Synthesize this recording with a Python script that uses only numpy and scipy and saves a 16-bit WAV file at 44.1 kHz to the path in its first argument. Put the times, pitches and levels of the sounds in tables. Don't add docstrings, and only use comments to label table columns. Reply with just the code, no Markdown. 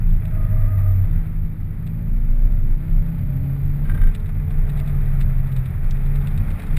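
import sys
import numpy as np
from scipy import signal
from scipy.fft import rfft, irfft, next_fast_len
from scipy.io import wavfile

SR = 44100
rng = np.random.default_rng(int(sys.argv[2]) if len(sys.argv) > 2 else 0)


def wav_record(signal):
    frames = np.transpose(np.atleast_2d(signal))
    bounded = np.clip(frames, -1, 1)
    quanta = np.round(bounded * 32767).astype(np.int16)
    wavfile.write(sys.argv[1], SR, quanta)


N = 298997
T = np.arange(N) / SR


def gain_of(db):
    return 10 ** (np.asarray(db) / 20)


def evened(x):
    return x / np.sqrt(np.mean(abs(x) ** 2) + 1e-20)


def curves(rows):
    s, *columns = np.transpose(rows)
    return [np.interp(T, s, column) for column in columns]


def coloured(x, points):
    hz, db = np.transpose(points)
    size = next_fast_len(len(x))
    f = np.fft.rfftfreq(size, 1 / SR)
    response_db = np.interp(np.log(f + 1), np.log(hz), db, right=-120)
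    return irfft(rfft(x, size) * gain_of(response_db), size)[:len(x)]


def drift(hz):
    step = 32
    count = N // step + 2
    f = np.fft.rfftfreq(count, step / SR)
    slow = irfft(rfft(rng.standard_normal(count)) / (1 + (f / hz) ** 4), count)
    return np.interp(np.arange(N) / step, np.arange(count), evened(slow))


def angle(hz):
    return 2 * np.pi * np.cumsum(hz) / SR


def add(mix, s, sound):
    part = mix[max(round(s * SR), 0):][:len(sound)]
    part += sound[:len(part)]


# time in seconds, cycles per second in Hz (two crank turns, four firings each).
CYCLE_RATE = [(0.0, 28.28), (0.14, 27.52), (1.02, 23.19), (1.13, 26.72), (1.64, 26.09), (1.97, 27),
              (2.29, 29.23), (3.56, 34.37), (3.95, 36.48), (4.18, 35.53), (4.44, 36.64), (5.7, 32.22),
              (6.0, 34.46), (6.3, 35.07), (6.52, 34.92), (6.78, 36.86)]
# time in seconds, throttle 0-1.
THROTTLE_OPENING = [(0.0, 0.32), (1.02, 0.26), (1.15, 0.65), (1.5, 0.72), (2.3, 1.0), (3.95, 0.87),
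                    (4.15, 0.04), (5.7, 0.0), (6.4, 0.48), (6.78, 0.64)]
# time in seconds, rms level in dB.
FIRING_LEVEL = [(0, -30), (.6, -23), (.86, -16), (1.02, -17.5), (1.15, -36.5), (2.05, -32.5), (3.08, -35.5),
                (3.36, -23.5), (3.8, -25.5), (4.12, -35.5), (4.48, -27), (5.65, -23.5), (5.8, -34),
                (6.2, -22.5), (6.6, -44), (6.78, -24)]
# multiple of the cycle rate, level coasting in dB,
# level at full throttle in dB, gain in dB per doubling of the revs.
ENGINE_ORDERS = [(5, -64, -52.0, -9.5), (6, -54, -55, -4), (7, -72.5, -59, -4.5), (8, -63.0, -49.5, 5.5),
                 (9, -73.5, -70.5, -9.5), (10, -73.5, -63, -20), (11, -74, -69, 9), (12, -59.5, -62.5, 3.5),
                 (13, -70.0, -72, 7.5), (14, -72.0, -70, 13.5), (16, -73, -66.5, 4.5), (17, -80, -72.5, -3),
                 (18, -77.5, -71.0, 5.5), (20, -80, -69, 7.5), (22, -77, -73, 7), (24, -74.5, -72.5, 21.5)]
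# centre in Hz, width in Hz, lift in dB.
COCKPIT_RESONANCES = [(161.44, 21, 23.5), (213.3, 32, 9.5), (230.5, 12.3, 7), (271.3, 11.3, 7.5),
                      (313.3, 17, 8.5), (416.6, 16, 3.7), (431, 31.5, 5), (603, 44.6, 14.5)]


def engine(cycle_phase, flutter=0.081, rough=0.13, fading_db=1.85, reference_cycle_hz=32):
    cycle_hz, = curves(CYCLE_RATE)
    throttle, = curves(THROTTLE_OPENING)
    firing_db, = curves(FIRING_LEVEL)
    out = gain_of(firing_db) * (1 + flutter * drift(13)) * np.cos(4 * cycle_phase)
    octaves = np.log2(cycle_hz / reference_cycle_hz)
    for multiple, coast_db, full_db, db_per_octave in ENGINE_ORDERS:
        lift_db = np.zeros(N)
        for hz, width_hz, db in COCKPIT_RESONANCES:
            lift_db += db / (1 + (2 * (multiple * cycle_hz - hz) / width_hz) ** 2)
        drive_db = coast_db + throttle * (full_db - coast_db) + db_per_octave * octaves
        level = gain_of(drive_db + lift_db + fading_db * drift(4.3))
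        tone = np.cos(multiple * cycle_phase + rng.uniform(0, 2 * np.pi))
        out += level * (1 + rough * drift(13)) * tone
    return np.sqrt(2) * out


# start in seconds, length before the release in seconds, level in dB.
WIND_GUSTS = [(0, 0.16, -11), (.27, 0.19, -18), (0.488, .19, -16.5), (.76, .2, -18.5), (1.3, .16, -19.5),
              (2.07, 0.12, -15.5), (2.26, .2, -10), (2.478, .27, -13.5), (2.88, .13, -13),
              (3.2, 0.099, -18.5), (3.85, 0.088, -12.5), (3.981, 0.096, -9), (4.28, .12, -18.5),
              (4.52, .13, -13.5), (4.92, .48, -17.5), (5.78, 0.44, -18), (6.32, .17, -23)]
# frequency in Hz, relative density in dB per Hz.
RUMBLE_SPECTRUM = [(15, -18.5), (24, -0.5), (36, 4.5), (55, -8), (72, -4.5), (90, 3), (112, -8.5),
                   (140, -6), (172, -10), (200, -18.5), (250, -25), (320, -31.5), (500, -41.5),
                   (900, -63.5)]


def gust_strength(breeze_db=-26, breeze_swing_db=3.5, attack_s=0.042, release_s=0.027):
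    strength = gain_of(breeze_db + breeze_swing_db * drift(5.4))
    for s, length_s, db in WIND_GUSTS:
        attack = np.clip((T - s) / attack_s, 0, 1)
        release = np.exp(-np.maximum(T - s - length_s, 0) / release_s)
        strength = np.maximum(strength, gain_of(db) * attack * release)
    return strength


def wind(buffet_hz=26.88, wander=0.0733, unsteady=0.15, rumble_db=-24,
         road_share=0.42, gust_power=0.15, lumpy_db=1.36):
    strength = gust_strength()
    road_db, = curves(ROAD_LEVEL)
    throb = np.sqrt(2) * np.sin(angle(buffet_hz * (1 + wander * drift(8.84))))
    rumble = evened(coloured(rng.standard_normal(N), RUMBLE_SPECTRUM))
    swell_db = road_share * (road_db - road_db.mean()) + lumpy_db * drift(4.8)
    swell = gain_of(swell_db) * (strength / strength.mean()) ** gust_power
    return strength * (1 + unsteady * drift(11)) * throb + gain_of(rumble_db) * swell * rumble


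# time in seconds, tyre roar in dB before the overall roar gain.
ROAD_LEVEL = [(0, -53), (.3, -50.5), (1.2, -51), (1.45, -56.5), (2.1, -55), (3.76, -52.5), (3.92, -48),
              (4.3, -52.5), (4.62, -49), (5.18, -48.5), (5.8, -50.3), (6.2, -47.5), (6.78, -46.5)]
# frequency in Hz, relative density in dB per Hz.
ROAR_SPECTRUM = [(150, -10), (400, 1.4), (800, 1.74), (1000, -2.5), (1300, 0.5), (1650, -2.5),
                 (1950, -1.04), (2450, -4.5), (2850, -17.5), (3650, -17), (4200, -25), (5000, -27),
                 (6000, -34.5), (9000, -31.5)]
# frequency in Hz, relative density in dB per Hz.
RASP_SPECTRUM = [(300, -14.5), (470, -1.5), (540, -0.5), (620, -5), (720, -10), (850, -1), (1000, -18),
                 (2500, -16), (5000, -25.5)]


def road(cycle_phase, roar_gain_db=1.63, rasp_db=-59, grit_db=1.03, pulsing=0.063):
    road_db, = curves(ROAD_LEVEL)
    throttle, = curves(THROTTLE_OPENING)
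    cycle_hz, = curves(CYCLE_RATE)
    airflow = throttle * (cycle_hz / cycle_hz.mean()) ** 2
    grain = gain_of(grit_db * drift(37)) * (1 + pulsing * np.cos(4 * cycle_phase))
    roar = evened(coloured(grain * rng.standard_normal(N), ROAR_SPECTRUM))
    rasp = evened(coloured(grain * rng.standard_normal(N), RASP_SPECTRUM))
    return gain_of(road_db + roar_gain_db) * roar + gain_of(rasp_db) * airflow * rasp


# frequency in Hz, relative density in dB per Hz.
TRIM_SPECTRUM = [(600, -23), (1500, 1.5), (2600, 3.5), (3100, -5.5), (3700, 3), (4300, -11), (5000, -14.5),
                 (6000, -26), (8000, -10), (10000, -13.5), (14000, -33.5)]


def chatter(level_db=-22, ticks_per_s=700):
    road_db, = curves(ROAD_LEVEL)
    ticks = rng.standard_normal(N) * (rng.random(N) < ticks_per_s / SR)
    shaken = gain_of(2 * road_db) * ticks
    return gain_of(road_db.mean() + level_db) * evened(coloured(shaken, TRIM_SPECTRUM))


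def knocks(rows, spectrum, gain_db, rise_s, grit=0.11):
    t, out = np.arange(SR // 8) / SR, np.zeros(N)
    for s, db, decay_s in rows:
        contacts = rng.standard_normal(len(t)) * (grit + (rng.random(len(t)) < 0.03))
        shape = (1 - np.exp(-t / rise_s)) * np.exp(-t / decay_s)
        add(out, s, gain_of(db + gain_db) * evened(contacts) * shape / shape.max())
    return coloured(out, spectrum)


# start in seconds, level in dB before gain and colouring.
LOUD_RATTLES = [(.1037, -49.5), (0.2505, -43), (1.107, -51.5), (1.8658, -44), (4.147, -37.5), (4.258, -46),
                (4.5022, -45.5), (4.6913, -40), (4.771, -40.5), (4.791, -40), (4.8742, -40.5),
                (5.2045, -35.5), (5.219, -42), (5.5164, -41), (5.5623, -39.5), (5.656, -42), (6.1534, -41),
                (6.2705, -37), (6.374, -38.5), (6.503, -39.5), (6.594, -45.5), (6.6172, -41.5),
                (6.665, -42.5), (6.7654, -33)]


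def rattles(decay_s=0.0047, peak_faint_per_s=13):
    road_db, = curves(ROAD_LEVEL)
    chance = peak_faint_per_s / SR * gain_of(road_db - road_db.max()) ** 2
    rows = [(s, db, decay_s) for s, db in LOUD_RATTLES]
    for i in np.flatnonzero(rng.random(N) < chance):
        rows.append((T[i], road_db[i], decay_s))
    return knocks(rows, TRIM_SPECTRUM, gain_db=1, rise_s=0.036)


# start in seconds, length in seconds, level in dB before partial level and slip,
# starting pitch in Hz, greatest slip 0-1.
CORNER_SQUEALS = [(0.212, 0.89, -46, 628.7, 0.84), (4.541, 0.92, -54.5, 634.4, 0.8)]
# ratio to the squeal pitch, width in Hz, relative level in dB.
TREAD_PARTIALS = [(1.001, 9, -3), (1.01, 80, -6), (1.945, 28, -9.5), (1.955, 65, -4.5), (2.621, 110, -14.5),
                  (3.06, 140, -10.5)]


def squeal(waver=0.35, attack_s=0.19, release_s=0.25, sag_hz_per_s=7, swell_power=0.45):
    out = np.zeros(N)
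    for s, length_s, level_db, pitch_hz, top_slip in CORNER_SQUEALS:
        age_s = np.clip(T - s, 0, length_s)
        slip = np.clip(np.minimum(age_s / attack_s, (length_s - age_s) / release_s), 0, 1)
        hz = pitch_hz - sag_hz_per_s * age_s
        for ratio, width_hz, db in TREAD_PARTIALS:
            tone = np.cos(angle(ratio * hz + width_hz / 2 * drift(width_hz)))
            brightness = np.clip(top_slip * slip, 0.01, 1) ** (ratio - 1)
            level = gain_of(level_db + db) * slip ** swell_power * brightness
            out += level * evened(tone * (1 + waver * drift(width_hz)))
    return out


# start in seconds, level in dB before the chirp gain and modes.
JOLTS = [(3.8536, -39.5), (3.8952, -29), (3.914, -38), (3.946, -33.5), (3.9744, -34.5), (4.014, -32),
         (4.0337, -34), (4.0701, -36), (4.0886, -39)]
# mode frequency in Hz, relative level in dB, 60 dB decay time in seconds.
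CHIRP_MODES = [(1577, 4, 0.063), (1436.4, -12.5, .04), (1247, -1, 0.041), (1910, -2, .04),
               (2228, -5, 0.033), (3030, -8.5, 0.035), (3630, -4.5, 0.017)]


def judder(gain_db=-3, rise_s=0.0029, scrape=0.5):
    t, out = np.arange(SR // 8) / SR, np.zeros(N)
    for s, jolt_db in JOLTS:
        for hz, db, t60_s in CHIRP_MODES:
            grit = evened(coloured(rng.standard_normal(len(t)), [(300, -3), (900, -11)]))
            ring = np.sin(2 * np.pi * (hz * t + rng.random())) * (1 + scrape * grit)
            decay = gain_of(jolt_db + gain_db + db - 60 * t / t60_s)
            add(out, s, decay * (1 - np.exp(-t / rise_s)) * ring)
    return out


# start in seconds, level in dB before gain and colouring, decay constant in seconds.
SEAM_BUMPS = [(4.291, -37.5, 0.0066), (5.844, -31, 0.003), (6.504, -38.5, 0.0029), (6.596, -32.5, 0.014)]
# frequency in Hz, relative density in dB per Hz.
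BUMP_SPECTRUM = [(150, -9), (500, 1), (1000, -6.5), (2200, -1), (3000, -15.5), (5000, -25), (9000, -47.5)]


def bumps():
    return knocks(SEAM_BUMPS, BUMP_SPECTRUM, gain_db=5.5, rise_s=0.00072)


# start in seconds, level in dB before gain and colouring, decay constant in seconds.
HARD_SNAP = [(5.9075, -30.5, 0.0045)]
# frequency in Hz, relative density in dB per Hz.
SNAP_SPECTRUM = [(1000, -40), (2000, -8), (2800, -0.5), (3200, -2), (3700, 2), (4300, -6), (4800, -5.5),
                 (6000, -9), (8000, -15), (10000, -26), (14000, -30.5)]


def snap():
    return knocks(HARD_SNAP, SNAP_SPECTRUM, gain_db=1.5, rise_s=0.00028)


def scene():
    cycle_hz, = curves(CYCLE_RATE)
    cycle_phase = angle(cycle_hz * (1 + 0.0018 * drift(5.8)))
    out = engine(cycle_phase) + wind() + road(cycle_phase)
    out += chatter() + rattles() + squeal() + judder() + bumps() + snap()
    return out[None]


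def record(dry, jitter_samples=1.4, clock_hz=12000, edge_hz=15050):
    fizz = jitter_samples * np.gradient(dry, axis=1) * np.cos(2 * np.pi * clock_hz * T)
    low_pass = signal.firwin(401, edge_hz, window=("kaiser", 9), fs=SR)
    return signal.oaconvolve(dry + fizz, low_pass[None], "same")


dry = scene()
out = record(dry)
wav_record(out)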